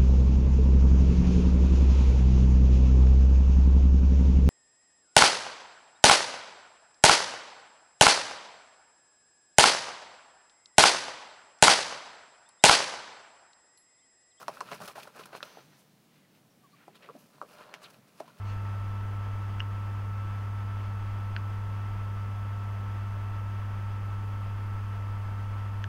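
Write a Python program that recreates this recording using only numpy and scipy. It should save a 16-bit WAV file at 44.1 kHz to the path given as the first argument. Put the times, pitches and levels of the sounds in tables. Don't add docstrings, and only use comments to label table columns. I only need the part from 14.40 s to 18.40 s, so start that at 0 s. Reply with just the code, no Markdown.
import sys
import numpy as np
from scipy import signal
from scipy.fft import rfft, irfft
from scipy.io import wavfile

SR = 44100
rng = np.random.default_rng(int(sys.argv[2]) if len(sys.argv) > 2 else 0)


def transcribe(u):
    v = np.clip(np.atleast_2d(u).T, -1, 1)
    q = np.round(v * 32767).astype(np.int16)
    wavfile.write(sys.argv[1], SR, q)


N = 176400
TIME = np.arange(N) / SR

KNOCK_RISE_S, CLICK_T60_S, CLICK_TAIL_DB, CLICK_TAIL_T60_S = 0.00035, 0.014, -27, 0.093
CLAW_SPIKE, CLAW_CRUNCH = 0.25, 0.51
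WALL_TOP_RATIO, WALL_HARDNESS = 1.31, 3.7
KNOCK_LOW_CUT_HZ = 226
ROOM_KNOCK_DB, ROOM_T60_S, ROOM_BUILD_S = -8, 0.072, 0.0037
GRAINS_PER_S, GRAIN_SPREAD_DB, GRAIN_SHARE = 3500, 3, 0.55
CLUMP_S, CLUMP_DB, SCRAPE_CLUMP_DB, FIZZ_CLUMP_DB = 0.0054, 1.5, 1.4, 1.6
SCRAPE_GRIT, RUSTLE_GRIT = 0.45, 0.6
CRACKLES_PER_S, CRACKLE_DB, CRACKLE_SPREAD_DB, CRACKLE_T60_S = 190, -3, 3, 0.012
SWISH_CATCH_DB, SWISH_CATCH_S = 0.8, 0.0035
THUD_WIDTH_OCTAVES = 0.42
PEEP_SAG_HZ_PER_S, PEEP_FLUTTER_DB, PEEP_FLUTTER_S = 3400, 1.5, 0.006
TUB_KNOCK_DB, TUB_SWEEP_DB = -6, -5
STIR_DB, STIR_SWING_DB, STIR_S = -83.5, 7, 0.083
AIR_DB, AIR_DRIFT_DB, AIR_DRIFT_S = -63.5, 1, 0.098
EDGE_HZ = 15850


def amp(db):
    return 10 ** (np.asarray(db) / 20)


def unit(x):
    return x / np.sqrt(np.mean(x ** 2) + 1e-20)


def add(mix, s, sound):
    part = mix[max(round(s * SR), 0):][:len(sound)]
    part += sound[:len(part)]


def spectrum_gain(hz, points):
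    point_hz, point_db = np.transpose(points)
    return amp(np.interp(np.log(hz + 1), np.log(point_hz), point_db))


def colour(x, points):
    f = np.fft.rfftfreq(len(x), 1 / SR)
    return unit(irfft(rfft(x) * spectrum_gain(f, points), len(x)))


def band(x, hz, width):
    f = np.fft.rfftfreq(len(x), 1 / SR) + 1
    skirt = (1 + 0.5 * (np.log2(f / hz) / width) ** 2) ** 2
    return unit(irfft(rfft(x) / skirt, len(x)))


def wander(span_s):
    f = np.fft.rfftfreq(N, 1 / SR)
    slow = np.exp(-(2 * f * span_s) ** 2)
    return unit(irfft(rfft(rng.standard_normal(N)) * slow, N))


def swell(peak, rise, fall):
    before = np.maximum((peak - TIME) / rise, 0) ** 0.92
    after = (TIME - peak) / fall
    return amp(-20 * np.maximum(before, after))


def grit():
    struck = rng.random(N) < GRAINS_PER_S / SR
    size_db = GRAIN_SPREAD_DB * np.minimum(rng.exponential(1, N), 4)
    grains = struck * rng.choice([-1, 1], N) * amp(size_db)
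    return np.sqrt(GRAIN_SHARE) * unit(grains) + np.sqrt(1 - GRAIN_SHARE) * rng.standard_normal(N)


def crackle():
    gaps = rng.uniform(0.3, 1.7, size=2000) / CRACKLES_PER_S
    at = (np.cumsum(gaps) * SR).astype(int)
    strength = amp(CRACKLE_SPREAD_DB * rng.uniform(-0.83, 1, len(at)))
    bursts = np.bincount(at, strength, N)[:N]
    decay = amp(-60 / (CRACKLE_T60_S * SR))
    return unit(signal.lfilter([1], [1, -decay], bursts) * rng.standard_normal(N))


def spike(points, size=4096):
    log_gain = np.log(spectrum_gain(abs(np.fft.fftfreq(size, 1 / SR)), points))
    pulse = np.fft.ifft(np.exp(np.conj(signal.hilbert(log_gain)))).real
    return pulse / abs(pulse).max()


def reflections(x):
    t = np.arange(len(x)) / SR
    build = 1 - np.exp(-(t / ROOM_BUILD_S) ** 2)
    taps = rng.standard_normal(len(t)) * build * amp(-60 * t / ROOM_T60_S)
    return signal.fftconvolve(x, taps / np.linalg.norm(taps))[:len(x)]


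def knocks():
    # start_s, level_db,
    # wall_pitch_hz, ring_t60_s, click_db (relative to the wall, ahead of the claw gains)
    blows = [(.015, -41.5, 1110, 0.024, -11), (0.029, -39, 1320, 0.021, -6.5),
             (0.0818, -19.5, 1054, 0.0061, -5.5), (.0848, -35.5, 930, 0.0091, -10),
             (.0925, -33.5, 626, 0.01, -12), (0.1012, -42, 900, 0.0066, -1), (.171, -36, 1340, 0.0099, -12),
             (.2063, -27, 1370, 0.0044, -1.5), (0.2098, -22.5, 1090, 0.0089, -12.5),
             (0.288, -36, 1320, 0.011, -11), (0.3159, -29, 1230, 0.0068, -7.5),
             (.3205, -32, 650, 0.012, -9.5), (.3325, -32.5, 2260, 0.0042, -0.5),
             (.403, -34, 830, 0.011, -13), (.422, -35, 1090, 0.0078, -12), (.4775, -45, 740, 0.02, -6),
             (0.4978, -39, 1220, .012, -4.5), (.5792, -30, 820, 0.015, -15), (0.654, -46, 900, .018, -4),
             (0.794, -43, 444, 0.047, 0), (0.8095, -41, 1080, 0.015, -5.5), (0.8597, -46.5, 1260, 0.018, 2),
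             (0.9301, -39.5, 710, 0.0082, -8.5), (1.005, -33.5, 1460, 0.0057, -18),
             (1.0278, -35.5, 1320, 0.013, 0.5), (1.034, -44, 604, 0.0031, -4),
             (1.171, -35.5, 750, 0.0089, -18), (1.184, -36, 630, 0.0027, -22),
             (2.480, -36.5, 790, 0.0073, -10), (2.6882, -35, 1180, 0.012, -34),
             (2.6968, -39, 1100, 0.0074, -29), (2.7503, -42.5, 612, 0.038, -19),
             (2.7625, -46, 676, 0.021, -19), (2.9813, -49, 1000, 0.01, -21),
             (3.0146, -24.5, 1160, 0.011, -19), (3.025, -37.5, 1040, 0.0052, -9.5),
             (3.189, -49, 1390, .008, -1), (3.199, -49, 1070, 0.024, -13), (3.340, -27, 2210, 0.0019, -6),
             (3.801, -37, 1070, 0.0044, -4.5), (3.8036, -28, 658, 0.021, -9),
             (3.8135, -50, 686, 0.017, -22), (3.842, -51, 710, 0.032, -30),
             (3.879, -45.5, 990, 0.017, -3.5)]
    # (per Hz, relative)
    click_spectrum = [(100, -78), (800, 14), (1600, -2.5), (2900, 2.5), (3600, -8), (4400, -3.5),
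                      (5900, -3.5), (7000, -12.5), (10000, -12), (16000, -27)]
    out, t = np.zeros(N), np.arange(8192) / SR
    snap = amp(-60 * t / CLICK_T60_S) + amp(CLICK_TAIL_DB - 60 * t / CLICK_TAIL_T60_S)
    claw = CLAW_SPIKE * spike(click_spectrum, size=len(t))
    for s, db, hz, t60, click_db in blows:
        flex = (1 - np.exp(-(t / KNOCK_RISE_S) ** 2)) * amp(-60 * t / t60)
        tone = -flex / flex.max() * np.sin(2 * np.pi * hz * t)
        top_hz = hz * (WALL_TOP_RATIO + WALL_HARDNESS * amp(click_db) ** 2)
        soften = signal.butter(N=8, Wn=min(top_hz, SR / 3), fs=SR)
        wall = signal.lfilter(*soften, tone)
        crunch = CLAW_CRUNCH * snap * colour(rng.standard_normal(len(t)), click_spectrum)
        blow = amp(db) * (wall + amp(click_db) * (claw + crunch))
        add(out, s, blow + amp(ROOM_KNOCK_DB) * reflections(blow))
    return signal.lfilter(*signal.butter(2, KNOCK_LOW_CUT_HZ, "high", fs=SR), out)


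def thuds():
    # peak_s, rise_s, fall_s, level_db, centre_hz
    low_bodies = [(0.083, 0.002, 0.027, -36, 605), (0.219, 0.0059, 0.018, -42, 460),
                  (0.325, 0.023, 0.03, -47.5, 207), (.415, 0.069, 0.11, -51, 178),
                  (.80, 0.021, 0.015, -59, 375), (1.181, 0.011, 0.038, -57, 378),
                  (2.487, 0.025, 0.058, -57, 347), (2.704, 0.08, 0.016, -51.5, 476),
                  (2.759, 0.031, 0.029, -53.5, 263), (2.842, 0.0095, 0.023, -57.5, 223),
                  (3.024, 0.0099, 0.033, -43.5, 480), (3.806, 0.0055, 0.017, -40.5, 301)]
    push = rng.standard_normal(N)
    return sum(amp(db) * swell(s, rise, fall) * band(push, hz, THUD_WIDTH_OCTAVES)
               for s, rise, fall, db, hz in low_bodies)


def sweeps():
    # peak_s, rise_s, fall_s, scrape_db, rustle_db, fizz_db
    dust_swells = [(0.032, 0.27, 0.019, -51.5, -60.5, -56), (0.146, 0.15, 0.27, -54, -61, -60),
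                   (0.287, 0.077, 0.12, -56, -61, -66), (0.318, 0.0045, 0.047, -41.5, -47.5, -60),
                   (.348, 0.036, 0.029, -51.5, -57.5, -57.5), (.415, 0.018, 0.1, -44.5, -64, -62),
                   (0.459, 0.072, 0.027, -66, -55, -52.5), (0.4775, 0.0015, 0.048, -46, -50, -48.5),
                   (0.554, 0.002, 0.035, -49, -56, -61), (.567, 0.0092, 0.059, -47.5, -60, -67),
                   (0.59, 0.026, 0.12, -56, -56.5, -57.5), (.635, 0.0077, 0.0065, -69, -50.5, -53),
                   (0.677, 0.033, 0.027, -53, -68, -68), (0.765, 0.039, 0.045, -51.5, -63, -64),
                   (.803, 0.053, 0.048, -49, -55.5, -59), (0.841, 0.045, .015, -81, -56.5, -67),
                   (0.858, 0.0022, 0.0094, -52, -60, -49.5), (.87, 0.016, 0.084, -60, -69, -70),
                   (0.948, 0.047, 0.04, -45, -58.5, -66), (.966, 0.024, 0.043, -61, -53.5, -57),
                   (1.029, .001, 0.011, -40.5, -38.5, -60), (1.045, .015, 0.2, -57, -77, -63),
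                   (1.19, .04, 0.038, -62, -74, -90), (2.555, 0.016, 0.037, -62, -63, -64.5),
                   (2.63, 0.08, 0.23, -60, -67.5, -75), (2.79, 0.11, 0.24, -71, -74.5, -68),
                   (2.949, 0.03, 0.093, -64.5, -77, -76), (3.12, 0.11, 0.2, -63.5, -67.5, -65),
                   (3.44, 0.049, 0.09, -54.5, -67, -64.5), (3.207, 0.13, 0.24, -54, -64.5, -74),
                   (3.345, 0.072, 0.05, -54, -75, -98), (3.506, 0.019, 0.017, -58, -62.5, -60),
                   (3.539, 0.014, 0.067, -64.5, -68, -69), (3.679, 0.019, 0.03, -67, -71, -70.5),
                   (3.801, 0.11, 0.051, -61.5, -67, -64.5), (3.895, 0.11, 0.095, -60, -68.5, -75),
                   (3.99, 0.047, 0.091, -61, -65, -64)]
    # (per Hz, relative)
    scrape_spectrum = [(60, -21), (250, -11.5), (430, -3.5), (610, 1.5), (760, -3), (1070, -2), (1400, 0),
                       (1850, -8.5), (2700, -24.5), (4000, -19), (16000, -72)]
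    rustle_spectrum = [(200, -50), (1200, -23), (2500, 10.5), (3400, 2.5), (4300, 1.5), (5900, -5.5),
                       (7200, -13.5), (16000, -19)]
    fizz_spectrum = [(1000, -56), (5000, 7), (7500, 1), (10700, 3.5), (13000, -2), (16000, -0.5)]
    clods = amp(CRACKLE_DB) * crackle()
    scrape = colour(rng.standard_normal(N) + SCRAPE_GRIT * grit() + clods, scrape_spectrum)
    scrape *= unit(amp(SCRAPE_CLUMP_DB * wander(CLUMP_S)))
    rustle = colour(RUSTLE_GRIT * grit() + clods, rustle_spectrum)
    rustle *= unit(amp(CLUMP_DB * wander(CLUMP_S)))
    fizz = colour(grit(), fizz_spectrum)
    fizz *= unit(amp(FIZZ_CLUMP_DB * wander(CLUMP_S)))
    layers = np.array([scrape, rustle, fizz])
    return sum(swell(peak, rise, fall) * (amp(levels_db) @ layers)
               for peak, rise, fall, *levels_db in dust_swells)


def dust_fall():
    # time_s, level_db
    fall_levels = [(1.0, -66), (1.05, -56.5), (1.13, -57.5), (1.21, -60.5), (1.26, -69), (1.38, -67.5),
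                   (1.55, -79)]
    # (per Hz, relative)
    dust_spectrum = [(100, -12), (450, 6), (1400, 3.5), (2000, 2.5), (4000, 0), (5500, -4), (6150, 1.5),
                     (6700, -18), (16000, -12)]
    s, db = np.transpose(fall_levels)
    return colour(grit(), dust_spectrum) * amp(np.interp(TIME, s, db, left=-120, right=-120))


def brushes():
    # peak_s, rise_s, fall_s, level_db, centre_hz, width_octaves
    strokes = [(1.335, .03, 0.027, -62, 1500, 1), (1.39, 0.049, .08, -66, 7850, 1),
               (1.77, 0.3, 0.14, -71, 2370, 0.93), (1.95, .02, 0.079, -67, 2430, 1),
               (2.42, 0.24, 0.31, -66.5, 1970, 0.72), (2.559, 0.014, 0.024, -58, 3470, 0.36),
               (2.623, .003, 0.096, -55, 2120, 0.64), (2.795, 0.022, 0.067, -68.5, 12100, 0.2),
               (3.434, 0.02, 0.022, -55.5, 6500, 0.94), (3.341, 0.0057, 0.032, -51.5, 2660, 1),
               (3.456, 0.032, 0.029, -51.5, 2640, .45)]
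    barbs = grit() * amp(CLUMP_DB * wander(CLUMP_S))
    return sum(amp(db) * swell(s, rise, fall) * band(barbs, hz, width)
               for s, rise, fall, db, hz, width in strokes)


def swishes():
    # peak_s, rise_s,
    # fall_s, level_db, centre_hz (at the peak), glide_octaves_per_s, width_hz
    glides = [(1.12, 0.11, .15, -74, 6140, -.3, 380), (1.34, 0.045, 0.069, -75, 5600, -3, 500),
              (1.846, .03, .05, -70, 1960, -2, 420), (2.11, .035, .06, -76, 5680, -2, 450),
              (2.33, .035, 0.068, -72, 4360, 4, 520), (2.415, 0.051, 0.067, -66, 1390, 2, 240),
              (2.462, 0.024, .05, -70, 2700, -8, 300), (3.444, 0.015, 0.03, -50.5, 4030, -12, 1200)]
    out = np.zeros(N)
    for s, rise, fall, db, hz, glide, width_hz in glides:
        centre_hz = hz * 2 ** (glide * (np.clip(TIME, s - rise, s + fall) - s))
        turn = np.exp(2j * np.pi * np.cumsum(centre_hz) / SR)
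        r = np.exp(-np.pi * width_hz / SR)
        hiss = (turn * signal.lfilter([1], [1, -2 * r, r * r], grit() / turn)).real
        flicker = amp(SWISH_CATCH_DB * wander(SWISH_CATCH_S))
        out += amp(db) * swell(s, rise, fall) * unit(hiss * flicker)
    return out


def peeps():
    # start_s, length_s, level_db (before the flutter), pitch_hz (at the start)
    calls = [(2.232, 0.042, -58, 1196), (2.326, 0.03, -60, 1206)]
    out = np.zeros(N)
    for s, length, db, hz in calls:
        t = np.arange(0, length, 1 / SR)
        phase = 2 * np.pi * np.cumsum(hz - PEEP_SAG_HZ_PER_S * t) / SR
        add(out, s, amp(db) * np.sin(np.pi * t / length) * np.sin(phase))
    return out * unit(amp(PEEP_FLUTTER_DB * wander(PEEP_FLUTTER_S)))


def tub(x):
    # frequency_hz, level_db, t60_s
    modes = [(419, 2, 0.085), (603.2, 2, 0.12), (1011, 2.5, 0.059), (1180, -46, .08), (1327, -5, 0.061),
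             (1740, -41, .055), (2420, -13, 0.069), (2820, -5, 0.045), (4235, 2, 0.033), (6200, -8, .04)]
    t = np.arange(8192) / SR
    ring = np.zeros(len(t))
    for hz, db, t60 in modes:
        peak_gain = 2 * np.log(1000) / (t60 * SR)
        ring += amp(db - 60 * t / t60) * np.cos(2 * np.pi * hz * t) * peak_gain
    return signal.fftconvolve(x, ring)[:N]


def stirring():
    return sum(amp(STIR_DB) * unit(amp(STIR_SWING_DB * wander(STIR_S))) * band(grit(), hz, 0.99)
               for hz in (1100, 2000, 4200))


def air():
    # (per Hz, relative)
    air_spectrum = [(25, -23.5), (60, -27), (90, -12.5), (125, 1), (170, 3.5), (250, -1), (400, -9),
                    (620, -10), (900, -14.5), (2000, -20), (4000, -21.5), (8000, -25.5), (15500, -26.5)]
    level = amp(AIR_DB + AIR_DRIFT_DB * wander(AIR_DRIFT_S))
    return level * colour(rng.standard_normal(N), air_spectrum)


def scene():
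    hits = knocks()
    soft = sweeps() + dust_fall() + brushes() + swishes() + peeps() + stirring()
    ring = tub(amp(TUB_KNOCK_DB) * hits + amp(TUB_SWEEP_DB) * soft)
    return (hits + soft + ring + thuds() + air())[None]


def record(dry):
    low_pass = signal.firwin(511, EDGE_HZ, window=("kaiser", 9), fs=SR)
    return signal.oaconvolve(dry, low_pass[None], "same")


dry = scene()
out = record(dry)
transcribe(out)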